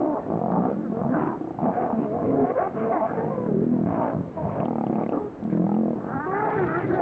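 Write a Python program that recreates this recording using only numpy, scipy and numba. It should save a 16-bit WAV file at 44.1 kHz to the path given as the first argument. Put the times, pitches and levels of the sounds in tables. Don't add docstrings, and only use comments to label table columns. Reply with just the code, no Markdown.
import sys
import numpy as np
from scipy import signal
from scipy.fft import rfft, irfft, next_fast_len
from scipy.io import wavfile
from scipy.ndimage import uniform_filter1d, minimum_filter1d
from numba import njit

SR = 44100
rng = np.random.default_rng(int(sys.argv[2]) if len(sys.argv) > 2 else 0)


def master_out(mix):
    frames = np.transpose(np.atleast_2d(mix))
    ceiling = np.clip(frames, -1, 1)
    pcm = np.round(ceiling * 32767).astype(np.int16)
    wavfile.write(sys.argv[1], SR, pcm)


N = 309313
TIME = np.arange(N) / SR
RATTLE_HOLD_S, ROAR_HOLD_S = .085, .03

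# (start [s], length [s], fold slaps at start [per s], at end [per s],
#   roughness [0-1], level [dB], swell over its length [dB], jaw opening at start [0-1], at end [0-1],
#   chest pitch at start [Hz], at end [Hz], mouth pitch at start [Hz], at end [Hz],
#   tract damping [factor], depth [dB], hollowness [dB], curl of the lips [dB], rasp [dB])
GROWL_STRETCHES = [ (0, 0.12, 62, 78, 0.56, -18.5, -9, 0.66, 0.71, 327, 298, 715, 654, 0.69, -25, -14, -9, -1),
                   (0.127, 0.19, 68, 59, 0.76, -29.5, 1, 0.82, 0.5, 288, 248, 630, 640, 1.4, -7, -6, 5, -11),
                   (.267, .124, 56, 56, .3, -19.5, 5, .55, .48, 224, 190, 700, 720, 1.1, -3, 0, -8, -6),
                   (.392, .112, 43, 46, .18, -18, 0, .6, .66, 226, 205, 720, 720, 1, 0, -2, -8, -7),
                   (0.503, 0.21, 55.5, 68, 0.52, -14, -1.5, 0.48, 0.62, 178, 235, 727, 734, 1.07, -11, -3.5, -13, -0.5),
                   (0.743, .19, 44.6, 46.5, 0.41, -24, -3, 0, 0, 198, 226, 700, 690, 0.36, -13, -1, -5, 2),
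                   (0.926, 0.24, 43.7, 50, 0.38, -22.5, 1.5, 0.64, 0.24, 191, 221, 643, 660, 1.2, -2.5, -14, -7, -8),
                   (1.036, 0.16, 74, 46, 0.66, -31, 19.5, 0, 0.45, 221, 206, 710, 753, 0.89, -1.5, -2, 18.5, 2),
                   (1.145, 0.2165, 79, 69.4, 0.63, -23.5, -0.5, 0.86, 0.36, 304, 296, 770, 760, 2.3, -24, -24, 17.5, -6),
                   (1.378, .095, 29.9, 32.8, .06, -23.5, -2, .28, .28, 310, 320, 700, 700, .75, -14, -17, -11, -12),
                   (1.4735, .09, 31, 23.2, .08, -25, -9, .36, .42, 320, 335, 740, 740, .8, -12, -17, -11, -12),
                   (1.589, 0.11, 64, 78, 0.65, -16, 9, 0.54, .7, 193, 236, 753, 720, 0.92, -12, -9.5, -5, 1),
                   (1.738, 0.2, 71, 81, 0.72, -21.5, -9.5, 0.63, 0.69, 234, 263, 733, 655, 0.83, -4.5, -6.5, 4.5, 1),
                   (1.929, 0.14, 77, 70, 0.65, -25.5, 7.5, 0.25, 0.51, 232, 260, 674, 670, 2.4, -14, -10, 1.5, 7.5),
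                   (2.106, 0.23, 71.5, 125, 0.77, -21.5, 6, 0.6, 0.62, 296, 239, 650, 646, 0.62, 0.5, -6, 0, 2.5),
                   (2.284, 0.18, 61.5, 82, 0.81, -20, 1.5, 0.36, 0.75, 258, 268, 626, 695, 0.67, 1, -4.5, 1, 0.5),
                   (2.471, 0.043, 65, 54, 0.62, -27, 7, 0.75, 1, 277, 272, 696, 710, 0.6, -17, 4.5, 11, 7.5),
                   (2.557, 0.13, 92, 80, 0.76, -24, 3, 0.94, 0.82, 340, 350, 680, 723, 0.86, -9.5, -10.5, 8.5, 0),
                   (2.747, 0.2, 116, 93, 0.83, -23, -3, 0.46, 0.66, 186, 213, 710, 687, 1.3, -11.5, -1.5, 10.5, 5.5),
                   (2.918, 0.19, 95, 91, 0.62, -30.5, 7, 0.92, 1, 306, 234, 733, 740, 0.78, -12.5, -38, 3.5, -1),
                   (3.1, 0.44, 55.4, 49.6, 0.63, -26, -4.5, 0.76, 0.26, 228, 182, 783, 670, 0.62, 0, -1, 6, 5),
                   (3.437, .107, 38, 36.6, .25, -25, 4, .16, .1, 216, 225, 640, 620, 1, 1, 7, 2, 0),
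                   (3.544, .123, 40.5, 40.6, .2, -21.5, -2, .1, .05, 200, 240, 620, 600, 1, 1, 8, 2, 0),
                   (3.667, .21, 41, 41.5, .2, -19, 4, .08, .12, 245, 206, 680, 650, .7, -2, -5, 0, -2),
                   (3.871, 0.29, 55.5, 60, 0.6, -18.5, -15.5, 0.45, 0.78, 296, 233, 724, 575, 1.4, -3, -16, 6.5, -1),
                   (4.148, 0.14, 50, 38.6, 0.56, -27, -13, 0.43, 0.52, 188, 179, 640, 567, 1.2, 5, -17, -2, -11),
                   (4.355, 0.29, 46, 43.5, 0.86, -25, 8.5, 0.69, 0.53, 182, 185, 584, 580, 1.2, 3, -26, 5.5, 2),
                   (4.6025, .128, 37.5, 40.2, .08, -19, 0, .6, .5, 258, 240, 730, 765, 1, -4, -3, -9, 6),
                   (4.7308, .136, 38.8, 34.6, .06, -19, 0, .5, .46, 232, 232, 770, 780, .85, -5, -3, -10, 6.5),
                   (4.867, .169, 31.5, 39.3, .36, -16.5, 1.5, .32, .6, 226, 218, 700, 760, .9, -4, -1, -6, 4.5),
                   (5.036, .087, 37.5, 31.3, .2, -21, 0, .52, .47, 205, 247, 720, 700, 1, -4, -2, -5, 5),
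                   (5.123, .1, 95, 110, .85, -27.5, -6, .85, .6, 295, 290, 770, 680, 1, -4, -3, -1, -5),
                   (5.222, 0.05, 50, 49, 0.7, -37, -6, 0.06, 0, 245, 255, 740, 704, 1.9, 8.5, 6, 18, 9),
                   (5.403, .048, 43, 40, .12, -28.5, 7, .22, .3, 208, 215, 690, 690, .8, -5, -9, -3, 1),
                   (5.451, .05, 38, 38, .08, -21.5, -6, .25, .2, 215, 215, 690, 690, .6, -7, -9, -5, -3),
                   (5.5, 0.028, 32.3, 43, 0.9, -28.5, 2.5, 0.5, 0.72, 197, 200, 600, 620, 0.35, 1, -5, 12, 1),
                   (5.527, .115, 41, 45.8, .08, -16, 2, .16, .22, 200, 182, 540, 680, .5, -6, -1, -6, -5),
                   (5.642, .05, 40.6, 38.8, .04, -16, 0, .3, .38, 186, 196, 700, 800, .55, -7, -4, -7, 2),
                   (5.6922, .096, 38.6, 44.5, .04, -16, 0, .38, .36, 198, 218, 835, 740, .6, -8, -4, -8, 2),
                   (5.7885, .17, 45, 37.2, .05, -18.5, -9, .14, .42, 222, 228, 750, 560, .7, -10, 1, -6, -2),
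                   (5.961, 0.18, 44, 53, 0.66, -28.5, -3, 0.28, 0.8, 188, 205, 683, 860, 1.5, 3, -2.5, 8.5, -1),
                   (6.119, .1, 60, 70, .8, -30, -5, .3, .5, 212, 240, 850, 840, 1.2, 4.5, -7, 9, 4),
                   (6.28, .275, 71, 55, .92, -28, 3, .48, .68, 266, 332, 835, 850, .93, 3, -8, 13.5, 11),
                   (6.557, 0.3, 94, 157, 0.81, -28.5, -0.5, 0.57, 0.53, 367, 346, 810, 810, 1.15, 12, -0.5, 16.5, 14.5),
                   (6.842, 0.18, 108, 133, 0.93, -22, -4, 0, 1, 360, 340, 725, 710, 0.54, 2, -5, 10.5, 6)]


def from_db(db):
    return 10 ** (np.asarray(db) / 20)


def rms_one(x):
    return x / np.sqrt(np.mean(x ** 2) + 1e-20)


def glide(first, last, share):
    return first + (last - first) * share


def drift(rate_hz):
    step = 40
    pole = np.exp(-2 * np.pi * rate_hz * step / SR)
    noise = rng.standard_normal(N // step + 2002)
    slow = signal.lfilter([1], [1, -2 * pole, pole * pole], noise)[2000:]
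    return np.interp(np.arange(N) / step, np.arange(len(slow)), rms_one(slow))


def cut(x, hz, kind, order):
    margin = SR // 20
    sos = signal.butter(order, min(hz, SR / 2 - 1), kind, fs=SR, output="sos")
    return signal.sosfiltfilt(sos, np.pad(x, margin), padtype=None)[margin:-margin]


def evened(x, hold_s=RATTLE_HOLD_S):
    window = np.hanning(int(hold_s * SR))
    power = signal.fftconvolve(x ** 2, window / window.sum(), "same")
    return x / np.sqrt(np.abs(power) + 1e-14)


@njit
def resonate(x, hz, width, sr):
    out, state = np.zeros(len(x)), 0j
    for i in range(len(x)):
        w = 2 * np.pi * hz[i] / sr
        state = state * np.exp(-np.pi * width[i] / sr) * complex(np.cos(w), np.sin(w)) + x[i]
        out[i] = state.real
    return out


def noise_bed(level_db=-38):
    # (frequency [Hz], relative level [dB])
    air_colour = [(20, -8), (40, -7.5), (70, 1.5), (130, 11), (400, 11), (1500, -9.5), (3000, -26.5),
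                  (5000, -34.5), (7800, -35), (9000, -52)]
    hz, db = np.transpose(air_colour)
    size = next_fast_len(N)
    bins = np.maximum(np.fft.rfftfreq(size, 1 / SR), 1)
    colour = from_db(np.interp(np.log(bins), np.log(hz), db))
    noise = irfft(rfft(rng.standard_normal(size)) * colour, size)[:N]
    return from_db(level_db) * rms_one(noise)


def grassland(x, dull_hz=1500, smear_hz=500):
    # (delay [s], level [dB])
    returns = [(.0045, -14), (.071, -25), (.118, -28)]
    pole = np.exp(-2 * np.pi * smear_hz / SR)
    smeared = signal.lfilter([-pole, 1], [1, -pole], x)
    dull = cut(smeared, dull_hz, "low", order=1)
    echoes = sum(from_db(db) * np.interp(TIME - delay, TIME, dull, left=0) for delay, db in returns)
    return smeared + echoes


def crackles():
    # (time [s], peak level [dB], ring centre [Hz], ring width [Hz], burst decay [s])
    snaps = [ (4.602, -35, 2550, 550, 0.0034), (4.654, -39, 2890, 600, .003),
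             (4.867, -42.5, 2850, 550, .002), (4.955, -35.5, 2460, 515, 0.0027),
             (5.036, -42, 2400, 700, .003), (5.063, -40, 1920, 350, .003), (5.091, -39, 2660, 350, .003),
             (5.122, -44, 2720, 404, 0.0025), (5.4393, -45, 2290, 2800, 0.00043),
             (5.743, -46, 2620, 453, .003)]
    out, t = np.zeros(N), TIME[:SR // 30]
    for start, db, hz, width, decay_s in snaps:
        band = np.clip([hz - width / 2, hz + width / 2], 100, SR / 2 - 1)
        burst = rng.standard_normal(len(t)) * np.exp(-t / decay_s)
        rung = signal.sosfilt(signal.butter(2, band, "band", fs=SR, output="sos"), burst)
        out[int(start * SR):][:len(t)] += from_db(db) * rung / np.abs(rung).max()
    return out


def hisses(flutter_db=6.0, fade_s=0.004):
    # (start [s], length [s], level [dB], centre at start [Hz], at end [Hz],
    #   width of each resonance [Hz])
    jets = [ (0.178, 0.089, -59, 1850, 1730, 300), (0.509, 0.24, -47.5, 1240, 1360, 300),
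            (1.479, 0.023, -46, 1000, 960, 90), (2.917, 0.11, -50.5, 2120, 1950, 220),
            (5.124, .08, -40, 1280, 1010, 150), (5.498, 0.089, -53.5, 1600, 1450, 700),
            (5.507, 0.018, -57.5, 2280, 2250, 200), (6.45, .55, -66, 3340, 3470, 1100)]
    out, flutter = np.zeros(N), from_db(flutter_db * drift(60))
    for start, length, db, first_hz, last_hz, width in jets:
        on = (TIME >= start) & (TIME <= start + length)
        t = TIME[on] - start
        hz = glide(first_hz, last_hz, t / length)
        widths = np.full(len(t), float(width))
        jet = resonate(rng.standard_normal(N)[on], hz, widths, float(SR))
        jet = resonate(jet, hz, widths, float(SR))
        fade = np.clip(np.minimum(t, length - t) / fade_s, 0, 1)
        out[on] += from_db(db) * fade * rms_one(jet * flutter[on])
    return out


def cries(flutter_db=3.0, fade_s=0.01, tear=.012, top_hz=2300, shrill_octaves=0.41):
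    # (start [s], length [s], pitch at start [Hz],
    #   in the middle [Hz], at end [Hz], swell over its length [dB], fundamental [dB], second harmonic [dB],
    #   third harmonic [dB], shrill overtones [dB], their centre [Hz], quaver [share of the pitch])
    wails = [ (0, 0.15, 286.7, 307, 278, 5.5, -27.5, -31, -39.5, -52, 1250, .02),
             (.748, 0.14, 275, 293, 237, 5.5, -36, -43, -52, -50.5, 1250, .006),
             (.918, 0.11, 226.7, 228, 252, 11, -37, -33.5, -39, -50, 1100, .0082),
             (1.041, .15, 215, 260, 322, 7, -26.5, -35, -58, -46.5, 1050, .021),
             (1.209, 0.16, 326.2, 330, 310, -9, -30.5, -53, -36, -60, 1250, 0.04),
             (1.76, 0.11, 239.2, 248, 250, -6, -47, -36, -30, -46, 1400, .015),
             (1.921, 0.093, 229, 222, 208, -4, -30, -45, -37, -58, 1400, .011),
             (2.039, 0.14, 221, 213, 260, 9, -39, -33, -33, -67, 1400, .024),
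             (2.259, .2, 268.4, 274, 248, 8, -24.5, -36, -45, -51.5, 1200, .017),
             (2.362, 0.16, 345, 350, 384, 6.5, -40, -30, -41.5, -49.5, 1400, .015),
             (2.374, 0.14, 416, 414, 400, -20, -27, -48, -61, -63, 1400, .012),
             (2.547, 0.055, 526, 532, 680, 7, -21, -36, -53.5, -59, 1600, .045),
             (2.595, 0.088, 352.6, 378, 390, -3, -33.5, -28, -33.5, -45, 1450, .018),
             (2.756, .17, 220, 222, 230, 8, -44, -30, -32.5, -50.5, 1150, .0075),
             (2.913, 0.068, 358, 372, 300, -1, -43, -30.5, -33, -42, 1500, .018),
             (2.951, 0.066, 316, 313, 287, -1, -26.5, -44, -36.5, -46, 1600, .015),
             (2.998, 0.074, 232.5, 217, 243, 2, -34.5, -55, -28, -29, 900, .016),
             (3.17, 0.18, 436, 465, 470, -14, -34.5, -45, -71, -57, 1400, .008),
             (3.3, 0.18, 538.3, 505, 490, 0, -31, -40.5, -65, -67, 1400, .0054),
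             (3.473, 0.054, 492, 420, 400, 0, -29, -48.5, -52, -64, 1400, .01),
             (3.532, .11, 375, 390, 445, 1, -26.5, -58, -57, -61, 1400, .025),
             (3.72, 0.1, 526, 475, 450, 2, -40.5, -50, -64, -68, 1400, .008),
             (3.944, 0.18, 336.3, 300, 272, 1, -39.5, -34.5, -34.5, -47.5, 1200, .022),
             (4.154, 0.18, 289, 274, 240, -4, -41.5, -41, -61, -68, 1400, .0064),
             (4.363, 0.068, 317.5, 320, 284, 3, -36, -31.5, -37.5, -59, 1400, .025),
             (5.119, 0.073, 289.5, 294, 284, -6, -28, -38, -49, -51, 1150, .02),
             (5.192, 0.097, 422.5, 415, 410, -2, -32.5, -48.5, -54, -68, 1400, .0087),
             (5.288, 0.16, 325, 280, 260, 2, -45, -63, -59, -73.5, 1400, .01),
             (6.054, 0.099, 216.6, 236, 300, 17, -53, -52, -44, -41.5, 1300, .015),
             (6.138, .07, 290, 270, 296, 0, -37, -46, -34, -36, 1350, .006),
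             (6.192, .09, 286, 305, 315, 0, -37, -46, -37, -35.5, 1330, .005),
             (6.258, .078, 368, 378, 392, 2, -30, -33, -34, -49, 1700, .009),
             (6.31, .135, 268, 291, 272, 4, -41, -50, -37, -38, 1500, .022),
             (6.325, 0.14, 385.7, 412, 443, -4, -29.5, -31, -36, -40, 1600, 0.026),
             (6.43, .135, 292, 274, 292, -1, -39, -50, -37, -41, 1500, .035),
             (6.435, 0.16, 427, 426, 450, 1.5, -30.5, -38, -41, -42, 1560, .024),
             (6.562, .095, 391, 380, 325, 0, -25, -34, -46, -38, 1500, .015),
             (6.659, 0.21, 470, 476, 380, -2, -44, -50, -41, -41.5, 1790, 0.02),
             (6.655, 0.15, 318, 324, 374, 8.5, -29.5, -37.5, -51, -33.5, 1280, 0.027),
             (6.889, 0.12, 332.6, 378, 336, 6, -31.5, -36.5, -59, -39, 1500, .022)]
    out, waver, torn = np.zeros(N), drift(130), drift(350)
    flutter = from_db(flutter_db * np.array([drift(67) for _ in range(4)]))
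    orders = np.arange(1, 11)[:, None]
    for start, length, first_hz, middle_hz, last_hz, swell_db, *levels_db, shrill_hz, quaver in wails:
        on = (TIME >= start) & (TIME <= start + length)
        t = TIME[on] - start
        parabola = np.polyfit([0, 1 / 2, 1], [first_hz, middle_hz, last_hz], 2)
        arc = np.polyval(parabola, t / length)
        pitch = arc * np.exp(quaver * waver[on] + tear * torn[on])
        phase = orders * 2 * np.pi * np.cumsum(pitch) / SR
        partials = np.sqrt(2) * np.cos(phase + rng.uniform(0, 2 * np.pi, orders.shape))
        passed = np.exp(-(np.log2(orders * pitch / shrill_hz) / shrill_octaves) ** 2)
        shrill = rms_one((passed * partials)[3:].sum(axis=0))
        voices = np.vstack([partials[:3], shrill])
        fade = np.clip(np.minimum(t, length - t) / fade_s, 0, 1)
        envelope = fade * from_db(swell_db * (t / length - .5))
        out[on] += envelope * (from_db(levels_db) @ (voices * flutter[:, on]))
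    return cut(out, top_hz, "low", order=5)


def folds(rough, jitter=.2, uneven_db=6.0, leak=0.92, clean_puff=.14, torn_puff=1.0):
    starts, lengths, first, last = np.transpose(GROWL_STRETCHES)[:4]
    row = np.maximum(np.searchsorted(starts, TIME) - 1, 0)
    rate = glide(first[row], last[row], np.clip((TIME - starts[row]) / lengths[row], 0, 1))
    turns = np.cumsum(rate * np.exp(jitter * rough ** 2 * drift(40))) / SR
    for start in np.maximum((starts * SR).astype(int), 1):
        turns[start:] -= turns[start]
    cycle = turns % 1
    slap = np.diff(cycle, prepend=0) < 0
    slaps = slap * np.sqrt(SR / rate)
    force = from_db(uneven_db * np.sqrt(rough * (1 - rough)) * drift(37))
    opening = leak * rough ** 2 + np.exp(-cycle / (clean_puff + torn_puff * rough))
    puffs = evened(opening) * rng.standard_normal(N)
    return force * slaps, force * puffs


def tract_motion(attack_s=0.019, release_s=0.019, arch_db=2.5, lead_s=0.00043, rasp_curl=0.37):
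    # (level with jaw shut [dB], level wide open [dB])
    jaw_trade = [(-5, -17.5), (-3.5, -13), (-4.5, -11), (-17, -2.5), (-24.5, 2), (-35, -13), (-30, -14),
                 (-36.5, -14.5), (-45, -25), (-37, -34.5)]
    shut_db, open_db = np.transpose(jaw_trade[:8])[:, :, None]
    power, pose, weight = np.zeros((8, N)), np.zeros((4, N)), np.zeros(N)
    for (start, length, _, _, rough, db, swell_db, jaw0, jaw1, chest0, chest1, mouth0, mouth1,
         damping, depth, hollow, curl, rasp) in GROWL_STRETCHES:
        on = slice(*np.searchsorted(TIME, [start - .12, start + length + .18]))
        t = TIME[on] - start
        share = np.clip(t / length, 0, 1)
        rise = (1 + np.tanh((t + lead_s) / attack_s)) / 2
        fall = (1 + np.tanh((length - t) / release_s)) / 2
        gate = rise * fall + 1e-12
        jaw = np.clip(glide(jaw0, jaw1, share), 0, 1)
        effort_db = db + swell_db * (share - .5) - arch_db * (2 * share - 1) ** 2
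        colour_db = np.array([depth, 0, hollow / 2, hollow, 0, 0, curl, rasp_curl * curl + rasp])[:, None]
        power[:, on] += gate * from_db(effort_db + colour_db + glide(shut_db, open_db, jaw)) ** 2
        chest_hz, mouth_hz = glide(chest0, chest1, share), glide(mouth0, mouth1, share)
        pose[:, on] += gate * np.array(np.broadcast_arrays(rough, chest_hz, mouth_hz, damping))
        weight[on] += gate
    return np.sqrt(power), pose / (weight + 1e-30)


def growling(wobble_db=5.0, torn_widening_hz=84):
    # (width before damping [Hz], lower edge [Hz], upper edge [Hz], level [dB])
    tract = [(41, 81, 176, -2), (28.8, 110, 374, 0), (69, 363, 372, -3), (203, 393, 506, -0.5),
             (109, 400, 1204, -0.5), (114, 700, 1630, -3), (184.7, 390, 1290, -7), (386, 520, 2920, -16.5),
             (80, 1500, 2300, 0), (1100, 1900, 4100, -5.5)]
    least_turbulence = [.1, .05, .3, .35, .4, .4, .65, .7, .7, .7]
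    gains, (rough, chest_hz, mouth_hz, damping) = tract_motion()
    rough = np.clip(rough, 0, 1)
    slaps, puffs = folds(rough)
    belly_hz, neck_hz, teeth_hz, rasp_hz = 177, 309.3, 1658, 2055
    throat_hz, snarl_hz = 0.84 * mouth_hz, 1.586 * mouth_hz
    centres = [belly_hz, chest_hz, neck_hz, throat_hz, mouth_hz, snarl_hz, teeth_hz, rasp_hz]
    out = np.zeros(N)
    for hz, gain, (width, low, high, trim_db), turbulence in zip(centres, gains, tract, least_turbulence):
        torn = np.clip(np.hypot(rough, turbulence), 0, 1)
        source = np.sqrt(1 - torn ** 2) * slaps + torn * puffs
        widths = damping * (width + torn_widening_hz * rough)
        rung = resonate(source, hz * np.ones(N), widths, float(SR))
        rung = cut(cut(rung, low, "high", order=3), high, "low", order=5)
        held = glide(evened(rung), evened(rung, ROAR_HOLD_S), rough ** 2)
        out += held * gain * from_db(trim_db + wobble_db * np.sqrt(rough) * drift(8.1))
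    return out


def scene():
    ease = np.clip(np.minimum(TIME, TIME[-1] - TIME) / .004, 0, 1)
    fight = growling() + cries() + hisses() + crackles()
    return (grassland(fight * ease) * ease + noise_bed())[None]


def record(dry, ceiling=0.265, cutoff_hz=8150):
    needed = np.minimum(1, ceiling / (np.abs(dry) + 1e-9))
    gain = minimum_filter1d(needed, size=300)
    gain = uniform_filter1d(uniform_filter1d(gain, size=150), size=150)
    return signal.sosfilt(signal.ellip(10, .1, 80, cutoff_hz, fs=SR, output="sos"), dry * gain)


dry = scene()
out = record(dry)
master_out(out)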